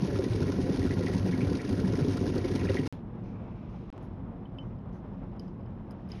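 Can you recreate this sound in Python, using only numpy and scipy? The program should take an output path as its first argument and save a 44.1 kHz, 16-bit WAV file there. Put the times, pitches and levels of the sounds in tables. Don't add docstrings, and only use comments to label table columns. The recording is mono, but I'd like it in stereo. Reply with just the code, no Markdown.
import sys
import numpy as np
from scipy import signal
from scipy.fft import rfft, irfft
from scipy.io import wavfile
from scipy.ndimage import uniform_filter1d

SR = 44100
rng = np.random.default_rng(int(sys.argv[2]) if len(sys.argv) > 2 else 0)


def amplitude_ratio(level_db):
    exponent = np.asarray(level_db, float) / 20
    return 10 ** exponent


def int16_out(signal):
    q = np.round(np.clip(np.atleast_2d(signal).T, -1, 1) * 32767)
    wavfile.write(sys.argv[1], SR, q.astype(np.int16))


N = 273420
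T = np.arange(N) / SR
HZ = np.fft.rfftfreq(N, 1 / SR)

# [from_s, to_s, edge_s]
GAPS = [
    (2.8776, 2.92555, .00004),
    (3.90207, 3.92683, .00009),
]
# [start_s, peak_db, pitch_hz]
SPITS = [(0.0416, -36.5, 5600), (0.168, -39.5, 5420), (0.188, -33, 5360), (0.2403, -32.5, 3700),
         (0.284, -38, 4320), (0.3062, -53, 4640), (0.3336, -33.5, 3700), (0.3923, -43.5, 3740),
         (0.409, -43.5, 5350), (0.4262, -33, 5500), (0.4804, -46, 3700), (0.5205, -30, 5200),
         (0.6233, -47.5, 4840), (0.6583, -44, 4700), (0.704, -48.5, 3780), (0.7303, -39, 5000),
         (0.7721, -35, 4360), (0.794, -42.5, 4800), (0.815, -42, 4680), (0.837, -39.5, 3650),
         (0.893, -37.5, 3700), (0.9408, -37, 4520), (0.991, -35, 4120), (1.0614, -42.5, 3230),
         (1.0597, -40.5, 4510), (1.1346, -34.5, 3580), (1.1807, -39.5, 4600), (1.2092, -45, 4550),
         (1.285, -38.5, 4080), (1.376, -38, 4640), (1.498, -33.5, 4760), (1.5525, -34, 3780),
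         (1.57, -35, 5060), (1.6195, -45.5, 5330), (1.6496, -36, 4860), (1.674, -47, 3660),
         (1.7102, -37.5, 4400), (1.7522, -37.5, 5260), (1.8, -35, 4500), (1.878, -33, 5040),
         (1.924, -33.5, 5360), (1.9547, -34.5, 5150), (2.0135, -42.5, 5210), (2.049, -39, 3540),
         (2.0838, -34, 5350), (2.136, -38, 4470), (2.157, -47, 4600), (2.1718, -34, 4700),
         (2.279, -37, 5130), (2.301, -37.5, 5100), (2.3577, -42.5, 5170), (2.384, -48, 4080),
         (2.595, -37.5, 3150), (2.633, -37.5, 3270), (2.6586, -38, 3730), (2.6958, -29.5, 3650),
         (2.7638, -33.5, 3320), (2.869, -28, 4940)]


def boil():
    deep, drum, hiss = vigour()
    surge = bursts(per_s=90, spread_db=1.5, decay_s=.005, steady=1.6)
    steady = roar(deep, drum, surge) + fizz(hiss, surge)
    growth_db = 3 * np.clip((T - 2.5) / 0.18, 0, 1)
    light = amplitude_ratio(-0.93 + growth_db) * hiss * bubbles(per_s=260, lo_hz=872, hi_hz=3060, cycles=12.7)
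    light = light + lid_bursts()
    for at, db, hz in SPITS:
        add(light, at, amplitude_ratio(db - 0.5) * ping(hz, 0.0047, 0.0004))
    return steady + scattered(light, t60=0.052, wet_db=-.8) + scattered(heavy_water(), t60=.03, wet_db=-8)


def vigour():
    # [time_s, vigour_db]
    course = [
        (0.0, -27.5),
        (0.03, -33.5),
        (0.1, -30),
        (1.55, -28.5),
        (1.66, -33.5),
        (1.74, -29),
        (2.69, -29),
        (2.709, -29.5),
        (2.87, -31.5),
    ]
    s, db = np.transpose(course)
    db = np.interp(T, s, db - db.mean())
    mean_db, db_per_db = np.c_[[-35.5, -35.5, -52]], [1.7, 0.73, 0.082]
    slosh_db = np.c_[[-2.1, 2.07, -0.8]] * waver(count=3, per_s=33)
    return amplitude_ratio(np.outer(db_per_db, db) + mean_db + slosh_db)


def roar(deep, drum, surge):
    # [mode_hz, width_hz, level_db]
    body_modes = [(47, 15, -10), (96.3, 15.6, 0.5), (137, 16.5, -3.5), (182.1, 19.6, -3),
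                  (262.7, 19.6, 1.5), (335.7, 66.2, -4.5), (377.3, 50.1, -2.5), (515.3, 130, -11),
                  (494, 107, -21), (705, 13.2, -16.5), (980, 150, -57), (1480, 31, -30.5),
                  (1970, 74, -35.5)]
    body = modes(body_modes)
    drive = surge ** .5 * noise()
    low = np.clip((230 - HZ) / 30, 0, 1)
    return deep * colour(drive, body * low) + drum * colour(drive, body * (1 - low))


def fizz(hiss, surge):
    # [freq_hz, density_db_per_hz]
    spectrum = [(200, -21), (500, -8), (1000, 11), (1300, -10), (2000, -1.5), (2500, 0), (3000, -3),
                (4500, -1.5), (6000, -4), (8000, -8), (10000, -11.5), (12000, -24), (13000, -35),
                (14000, -41.5), (15600, -32)]
    crackle = bursts(per_s=89, spread_db=0.0, decay_s=0.0009, steady=2.07)
    start_s, peak_db, _ = np.transpose(SPITS)
    lift = np.zeros(N)
    lift[np.round(SR * start_s).astype(int)] = amplitude_ratio(2 * (peak_db + 52))
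    lift = signal.lfilter([1], [1, -np.exp(-1 / (0.0032 * SR))], lift)
    size = np.sqrt((surge ** 1.55 * crackle) ** 2 + lift)
    return amplitude_ratio(3.5) * hiss * colour(size * noise(), amplitude_ratio(read(spectrum, HZ)))


def heavy_water():
    # [start_s, peak_db, pitch_hz]
    thuds = [(0.023, -21, 213), (0.08, -21, 275), (0.12, -26, 388), (0.156, -24, 269), (0.189, -20, 369),
             (0.233, -22, 310), (0.259, -21, 269), (0.342, -24, 307), (0.397, -23, 277), (0.434, -23, 299),
             (0.492, -20, 272), (0.587, -16, 269), (0.646, -23, 272), (0.691, -22, 307), (0.722, -22, 277),
             (0.782, -24, 272), (0.827, -24, 285), (0.847, -18, 253), (0.903, -21, 277), (1.004, -22, 350),
             (1.044, -23, 256), (1.151, -19, 253), (1.284, -24, 326), (1.337, -21, 256), (1.387, -23, 240),
             (1.43, -23, 277), (1.49, -24, 280), (1.512, -22, 339), (1.541, -22, 283), (1.645, -24, 283),
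             (1.672, -28, 242), (1.722, -22, 256), (1.811, -22, 312), (1.847, -19, 253), (1.897, -24, 258),
             (1.928, -22, 310), (1.979, -22, 288), (2.045, -19, 293), (2.078, -20, 269), (2.153, -24, 299),
             (2.211, -18, 253), (2.258, -21, 283), (2.284, -27, 283), (2.315, -26, 250), (2.346, -22, 253),
             (2.379, -22, 336), (2.446, -23, 361), (2.501, -22, 291), (2.545, -20, 250), (2.611, -23, 256),
             (2.635, -23, 283), (2.692, -21, 371), (2.748, -19, 261), (2.789, -20, 280), (2.828, -27, 296),
             (2.855, -27, 310)]
    # [start_s, peak_db, pitch_hz]
    heaves = [(0.023, -23, 189.6), (0.139, -24, 97), (0.3, -20, 109), (0.373, -29, 80),
              (0.41, -22.5, 142.5), (0.638, -30, 93.7), (0.686, -38, 107), (0.799, -34, 87),
              (0.855, -28, 78.6), (0.968, -24, 101), (1.147, -28, 132), (1.242, -22, 186.2),
              (1.291, -25, 180), (1.423, -32, 102.4), (1.462, -19, 94.4), (1.712, -19, 96.3),
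              (1.89, -21, 105.6), (2.008, -27, 161), (2.08, -22, 100), (2.205, -28, 103.5), (2.32, -28, 95),
              (2.427, -33.5, 105), (2.511, -30, 98), (2.645, -27, 90), (2.697, -21, 98),
              (2.786, -26.5, 150.3)]
    # [start_s, peak_db, pitch_hz]
    slaps = [(0.026, -26, 136), (0.143, -42, 190), (0.413, -36, 137), (0.56, -25.5, 188), (0.7, -23, 182),
             (0.8, -38, 188), (0.856, -31, 179), (0.964, -26, 177), (1.051, -26.5, 174), (1.153, -43, 141),
             (1.381, -28, 178.3), (1.427, -27, 149), (1.494, -28, 180), (1.686, -27, 212),
             (1.776, -25, 183), (1.837, -19.5, 191), (1.896, -36, 130), (1.94, -27, 149), (2.016, -18, 153),
             (2.072, -30, 131), (2.351, -31, 173), (2.547, -31, 141), (2.641, -25, 175), (2.79, -26.5, 146)]
    out = np.zeros(N)
    for at, db, hz in thuds:
        upper_partial = .4 * ping(1.42 * hz, .075, .002)
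        add(out, at, amplitude_ratio(db + 3.5) * (ping(hz, .075, .004, glide=.08) + upper_partial))
    for at, db, hz in heaves:
        add(out, at, amplitude_ratio(db + 6) * ping(hz, 0.15, 0.012))
    for at, db, hz in slaps:
        add(out, at, amplitude_ratio(db + 4.5) * ping(hz, .11, 0.0055))
    return out


def lid_bursts():
    # [start_s, peak_db, pitch_hz]
    pops = [(0.168, -38, 1450), (0.2475, -37.5, 1904), (0.3803, -42, 1450), (0.423, -32, 1460),
            (0.5213, -35, 1460), (0.647, -51, 1820), (0.742, -37, 1560), (0.8186, -36, 1900),
            (0.871, -35, 1480), (0.9084, -29, 1940), (0.9714, -39, 1440), (1.011, -39, 1980),
            (1.029, -43, 2380), (1.069, -27.5, 1970), (1.1276, -37, 1870), (1.287, -39, 1480),
            (1.3255, -32, 1750), (1.334, -31, 2090), (1.4077, -32.5, 2290), (1.4157, -31.5, 2450),
            (1.4495, -42, 1460), (1.487, -36.5, 1480), (1.594, -35, 1920), (1.6, -34, 2260),
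            (1.7549, -60, 1370), (1.775, -37.5, 1430), (1.886, -42, 1910), (1.923, -44, 1480),
            (1.99, -37, 1450), (2.1839, -61, 1600), (2.2653, -36, 1480), (2.361, -44, 1410),
            (2.443, -35, 2080), (2.46, -40, 1780), (2.518, -35, 1700), (2.573, -38, 2000),
            (2.596, -34, 2570), (2.6074, -37, 2430), (2.635, -38, 1480), (2.654, -40, 1260),
            (2.671, -33, 2440), (2.6878, -30, 1930), (2.69, -32, 2750), (2.702, -35, 1500),
            (2.7697, -23.5, 1970)]
    # [delay_s, level_db, pitch_factor]
    echoes = [(.007, -14.5, 1.04), (.013, -17, 0.85), (.021, -16, 1.08), (.03, -12, .97)]
    t60_s, lid_width_hz = 0.009, 150
    out = np.zeros(N)
    for at, db, hz in pops:
        add(out, at, amplitude_ratio(db + 5.0) * ping(hz, t60_s, 0.00066, glide=0.029))
        for note_hz in (1475, 1970):
            nearness = np.exp(-((hz - note_hz) / lid_width_hz) ** 2)
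            add(out, at, amplitude_ratio(db - 13) * nearness * ping(note_hz, 0.032, 0.0025))
        for delay, echo_db, shift in echoes:
            add(out, at + delay, amplitude_ratio(db + 7.0 + echo_db) * ping(shift * hz, 1.54 * t60_s, 0.0023))
    return out


def bubbles(per_s, lo_hz, hi_hz, cycles):
    size = amplitude_ratio(3.1 * np.minimum(rng.exponential(1, N), 4)) * (rng.random(N) < per_s / SR)
    kind = rng.integers(0, 16, N)
    out = np.zeros(N)
    for k, hz in enumerate(np.geomspace(lo_hz, hi_hz, 16)):
        one = ping(hz, cycles / hz, 0.00014, glide=0.023)
        out += signal.oaconvolve(size * (kind == k), one)[:N]
    return evened(out)


def clinks():
    # [start_s, low_ring_db, middle_ring_db, high_ring_db, ring_length_factor]
    drops = [(4.4555, -56, -92, -97, 0.29), (4.544, -81, -87, -86, 1.2),
             (4.5853, -46.5, -65.5, -83.5, 0.99), (4.7872, -75, -77, -98, 0.88),
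             (5.2377, -86, -79, -87.5, 0.98), (5.3639, -82, -79, -89, 0.96), (5.396, -61, -45, -72, 0.55),
             (5.4795, -77, -66, -94, 0.86), (5.609, -77, -77, -97, 0.97), (5.6598, -74, -72, -96, 0.95),
             (5.7535, -82, -87, -89, .8), (5.909, -72, -56, -66, 0.7), (6.0893, -73, -64, -75, 1.1),
             (6.118, -58.5, -43, -73.5, 0.87)]
    # [mode_hz, t60_s]
    jug = [(2692, 0.04), (2800, .035), (3034, 0.19), (4190, .014), (4930, 0.12), (5050, 0.016),
           (6500, .012), (10950, 0.02)]
    out, t = np.zeros(N), np.arange(4000) / SR
    f = np.fft.rfftfreq(len(t), 1 / SR) + 1
    spray_band = np.exp(-(np.log2(f / 9450) / .55) ** 2)
    sprays = rng.standard_normal((len(drops), len(t)))
    for (at, low_db, mid_db, high_db, ring), spray in zip(drops, sprays):
        levels_db = (low_db, low_db + 3, low_db + 8, mid_db - 5, mid_db - 11, mid_db + 11, mid_db - 6,
                     high_db + 6)
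        glass = np.zeros(len(t))
        for db, (hz, t60) in zip(levels_db, jug):
            add(glass, 0, amplitude_ratio(db) * ping(hz, ring * t60, .0007))
        choke = np.sqrt(1 + (t / (ring * 0.05)) ** 12)
        add(out, at, glass / choke)
        add(out, at, amplitude_ratio(mid_db) * ping(5200, .004, .0002))
        add(out, at, amplitude_ratio(high_db + 7.5 - 60 * t / .035) * evened(irfft(rfft(spray) * spray_band)))
    return out


def rustles():
    # [start_s, length_s, level_db, centre_hz]
    brushes = [(2.926, 0.06, -76, 11000), (2.93, .06, -74.5, 5500), (3.232, 0.17, -73.5, 4570),
               (3.687, 0.24, -76, 5000), (4.02, 0.055, -72, 7400), (4.564, 0.13, -84, 5200),
               (4.84, 0.034, -76, 1900), (4.922, 0.098, -74, 5570), (5.402, 0.17, -79.5, 5500),
               (5.911, 0.015, -68, 6350), (6.092, 0.47, -67.5, 5650), (6.096, 0.52, -58, 2300)]
    # [start_s, length_s, level_db, centre_hz]
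    gurgles = [(3.22, 0.97, -69, 2400), (3.696, 0.18, -81, 2600), (4.6, .16, -84, 5470),
               (5.4, .14, -81, 5000)]
    out = np.zeros(N)
    rows = [(*row, 0.81) for row in brushes] + [(*row, 0.24) for row in gurgles]
    t = np.arange(48000) / SR
    f = np.fft.rfftfreq(len(t), 1 / SR) + 1
    for (at, length, db, hz, octaves), grain in zip(rows, rng.standard_normal((len(rows), len(t)))):
        band = evened(irfft(rfft(grain) * np.exp(-(np.log2(f / hz) / octaves) ** 2)))
        rise = np.minimum(t / 0.0071, 1)
        fade = np.cos(np.minimum(t / length, 1) * np.pi / 2) ** 1.1
        add(out, at, amplitude_ratio(db) * band * rise * fade)
    return out


def ticks():
    # [start_s, peak_db, pitch_hz]
    tick_list = [(3.9338, -63, 9500), (3.9793, -42, 1300), (3.9793, -44, 2800), (3.9793, -54, 5200),
                 (5.9105, -60, 10500), (5.3962, -62, 10500), (3.9793, -70, 9500), (4.029, -67, 10500),
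                 (4.0305, -66, 5500), (4.04, -69, 10000), (4.041, -67, 5500), (4.052, -66, 5300),
                 (4.329, -67, 5500), (4.9235, -68, 5800), (4.931, -66, 5500), (4.073, -47, 950),
                 (4.86, -47, 1000)]
    out = np.zeros(N)
    for at, db, hz in tick_list:
        add(out, at, amplitude_ratio(db) * ping(hz, 6 / hz, .00003))
    return out


def kitchen():
    return ventilation() + trickle() + scattered(rustles() + clinks(), t60=.06, wet_db=-14)


def trickle():
    # [freq_hz, density_db_per_hz]
    spectrum = [(1500, -0.5), (2500, 5), (4000, -1.5), (4600, -9), (5200, -5), (6200, -14.5), (7300, -11.5),
                (7700, -11.5), (8200, -11.5), (9500, -35), (12500, -42.5), (13500, -40), (15600, -22)]
    # [time_s, level_db]
    flow = [(2.93, -57), (3.02, -76), (3.28, -72), (3.6, -69), (3.88, -68), (4.0, -67.5), (4.2, -76.5),
            (4.9, -75.5), (5.15, -72.5), (5.7, -75.5), (6.0, -71.5)]
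    puffs = bursts(per_s=210, spread_db=2.5, decay_s=.004, steady=1.4) * noise()
    return amplitude_ratio(np.interp(T, *np.transpose(flow))) * colour(puffs, amplitude_ratio(read(spectrum, HZ)))


def ventilation():
    # [freq_hz, density_db_per_hz]
    spectrum = [(12, -42), (20, -33.5), (38, -3), (70, -9.5), (87, -0.5), (170, -4), (215, -4.5),
                (298, -11), (362, -9.5), (386, -15.5), (449, -14.5), (608, -16.5), (999, -20), (1570, -32),
                (3500, -48.5), (4550, -64.5), (7700, -120)]
    # [mode_hz, width_hz, lift_db]
    room_modes = [(56.7, 19, 5.5), (114.2, 13, 3.5), (120, 8.8, 1), (180.7, 21.6, 5.5), (219.7, 11, 4),
                  (269, 5.6, 8.5), (357, 24, 1.5)]
    lumps_db = sum(db * np.exp(-((HZ - hz) / width) ** 2) for hz, width, db in room_modes)
    gusts = amplitude_ratio(1.5 * waver(count=1, per_s=14))
    upper = np.clip((HZ - 350) / 200, 0, 1)
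    air = rfft(colour(noise(), amplitude_ratio(read(spectrum, HZ) + lumps_db)))
    rumble = irfft(air * (1 - upper), N) + gusts * irfft(air * upper, N)
    return amplitude_ratio(-39 - .5 * (T - GAPS[0][1])) * rumble


def microphone_hiss():
    # [freq_hz, density_db_per_hz]
    spectrum = [(3000, -11), (6000, -2), (9500, 3.5), (12500, 0), (13500, -3), (15700, -12)]
    return amplitude_ratio(-92.5) * colour(noise(), amplitude_ratio(read(spectrum, HZ)) * (HZ > 3000))


def ports(pair, column, tilt_db):
    # [freq_hz, likeness_at_kettle, likeness_in_kitchen, left_right_at_kettle_db]
    port_table = [(0, 1, 0.9, 6), (100, 1, 0.88, -1.5), (200, 1, 1, 2.5), (392, 0.94, 0.69, -5),
                  (665, 0.12, 0.18, -6.5), (910, 0.083, 0.032, 1.5), (1400, 0.4, 0.12, 2),
                  (2000, 0.56, 0.19, 1), (2500, 0.088, 0.08, 2), (3740, 0.56, 0.1, -1.5),
                  (4120, 0.11, 0.13, -4), (5000, 0.74, 0.34, 0.5), (6840, 1, 0.59, -1),
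                  (9300, 0.63, 0.37, -1), (12500, 0.23, 0.25, 7.5), (15700, .8, .8, 1)]
    # [freq_hz, left_lead_rad]
    lead_table = [(0, 0), (200, -.03), (750, -1.1), (1500, -.4), (2000, .3), (3000, .8), (4800, -.4),
                  (7600, 3.14), (11200, 6.28), (14200, 9.42), (16000, 11.3)]
    f, *columns = np.transpose(port_table)
    apart = np.clip((HZ - 110) / 120, .02, 1)
    same = 1 - apart * np.clip(1 - np.interp(HZ, f, columns[column]), 0, 1)
    lead = np.interp(HZ, *np.transpose(lead_table))
    if column == 0:
        tilt_db = apart * np.interp(HZ, f, columns[2])
    shared, other = rfft(pair) * np.sqrt([(1 + same) / 2, (1 - same) / 2])
    left = (shared + other) * amplitude_ratio(tilt_db / 2) * np.exp(.5j * lead)
    right = (shared - other) * amplitude_ratio(-tilt_db / 2) * np.exp(-.5j * lead)
    return irfft(np.array([left, right]), N)


def scattered(x, t60, wet_db):
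    t = np.arange(round(SR * t60)) / SR
    tails = rng.standard_normal((len(t), 2)).T * amplitude_ratio(-60 * t / t60) * (t > .002)
    wet = signal.fftconvolve(x[None], tails / np.linalg.norm(tails[0]), axes=1)[:, :N]
    return amplitude_ratio(wet_db) * wet + np.array([x, 0.092 * x])


def ping(hz, t60, rise_s, glide=0.):
    t = np.arange(round(SR * t60)) / SR
    tone = np.sin(2 * np.pi * hz * t * (1 + glide * t / t60))
    return tone * amplitude_ratio(-60 * t / t60) * (1 - np.exp(-t / rise_s))


def bursts(per_s, spread_db, decay_s, steady):
    size = amplitude_ratio(spread_db * np.minimum(rng.exponential(1, N), 4)) * (rng.random(N) < per_s / SR)
    puff = signal.lfilter([1], [1, -np.exp(-1 / (decay_s * SR))], size ** 2)
    return np.sqrt(steady + puff / puff.mean())


def modes(table):
    out = 0
    for k, (hz, width, db) in enumerate(table):
        damping = 1j * HZ * width
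        out = out + (-1) ** k * amplitude_ratio(db) * damping / (hz ** 2 - HZ ** 2 + damping)
    return out


def noise():
    return rng.standard_normal((N, 2)).T


def waver(count, per_s):
    slow = 1 / (1 + (HZ / per_s) ** 4) * (HZ > 1)
    return np.array([colour(x, slow) for x in rng.standard_normal((count, N))])


def colour(x, gain):
    return evened(irfft(rfft(x) * gain, N))


def evened(x):
    return x / np.sqrt(np.mean(x ** 2) + 1e-30)


def read(points, hz):
    f, value = np.transpose(points)
    return np.interp(np.log(hz + 1), np.log(f + 1), value, right=-90)


def add(mix, s, sound):
    part = mix[round(s * SR):][:len(sound)]
    part += sound[:len(part)]


def scene():
    # [freq_hz, left_right_db]
    lean = [(60, 0.5), (130, 0.5), (270, 2.0), (590, 4), (1260, 2), (2680, 0), (5740, 1.5), (12300, -1.5)]
    # [time_s, peak_db, width_s]
    swings = [
        (2.8776, -46, .0004),
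        (2.92555, -31, .002),
        (3.9016, -35, .0012),
        (3.9269, -42, .00012),
    ]
    lean_db = np.interp(HZ, *np.transpose(lean))
    quiet = ports(kitchen() + microphone_hiss(), column=1, tilt_db=lean_db) + ticks()
    out = np.where(T < GAPS[0][0], ports(boil(), column=0, tilt_db=0), quiet)
    for s, db, width in swings:
        bell = np.exp(-((T - s) / width) ** 2)
        duck = 1 - np.exp(-((T - s) / max(width, .0006)) ** 2)
        out = out * duck + amplitude_ratio(db) * bell
    return out


def band_limit(x):
    return signal.sosfilt(signal.butter(12, 15750, fs=SR, output="sos"), x)


def record(dry):
    # [mid_0_or_side_1, from_hz, to_hz, share_of_frames]
    emptied = [(0, 6950, 8300, 1), (0, 8300, 8900, .5), (0, 11700, 12300, .2), (0, 12300, 13100, .7),
               (0, 13100, 15250, 1), (0, 15250, 15750, .85), (1, 5150, 5500, .15), (1, 9700, 10300, .25),
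               (1, 10300, 11800, 1), (1, 11800, 12300, .75), (1, 12300, 12700, .5), (1, 12700, 13100, .45),
               (1, 13100, 13600, .4), (1, 13600, 14100, .4), (1, 14100, 14600, .45), (1, 14600, 15200, .5),
               (1, 15200, 15750, .55)]
    sharp_s = [.335, .87, 1.137, 2.172, 2.872, 2.926, 3.902, 3.927, 3.934, 3.979, 5.397, 5.481, 5.911]
    sounding = np.prod([np.clip(np.maximum(a - T, T - b) / edge + .5, 0, 1) for a, b, edge in GAPS], axis=0)
    turn = np.array([[1, 1], [1, -1]]) / np.sqrt(2)
    hz = np.fft.rfftfreq(2 * N, 1 / SR)
    spectra = rfft(turn @ (dry * sounding), 2 * N) * (hz < 15750)
    pair = irfft(spectra)[:, :N]
    kept = np.max([np.clip(2 - abs(T - s) / .006, 0, 1) for s in sharp_s], axis=0)
    frame = (np.arange(N) + 1024 - 276) // 1024
    chances = rng.random((len(emptied), frame[-1] + 1))
    for (side, lo, hi, share), luck in zip(emptied, chances):
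        gone = uniform_filter1d((luck < share)[frame] * 1., size=256) * (1 - kept)
        band = irfft(spectra[side] * (hz >= lo) * (hz < hi))[:N]
        pair[side] -= gone * band
    return band_limit(np.where(sounding > 0, turn @ pair, 0))


dry = scene()
out = record(dry)
int16_out(out)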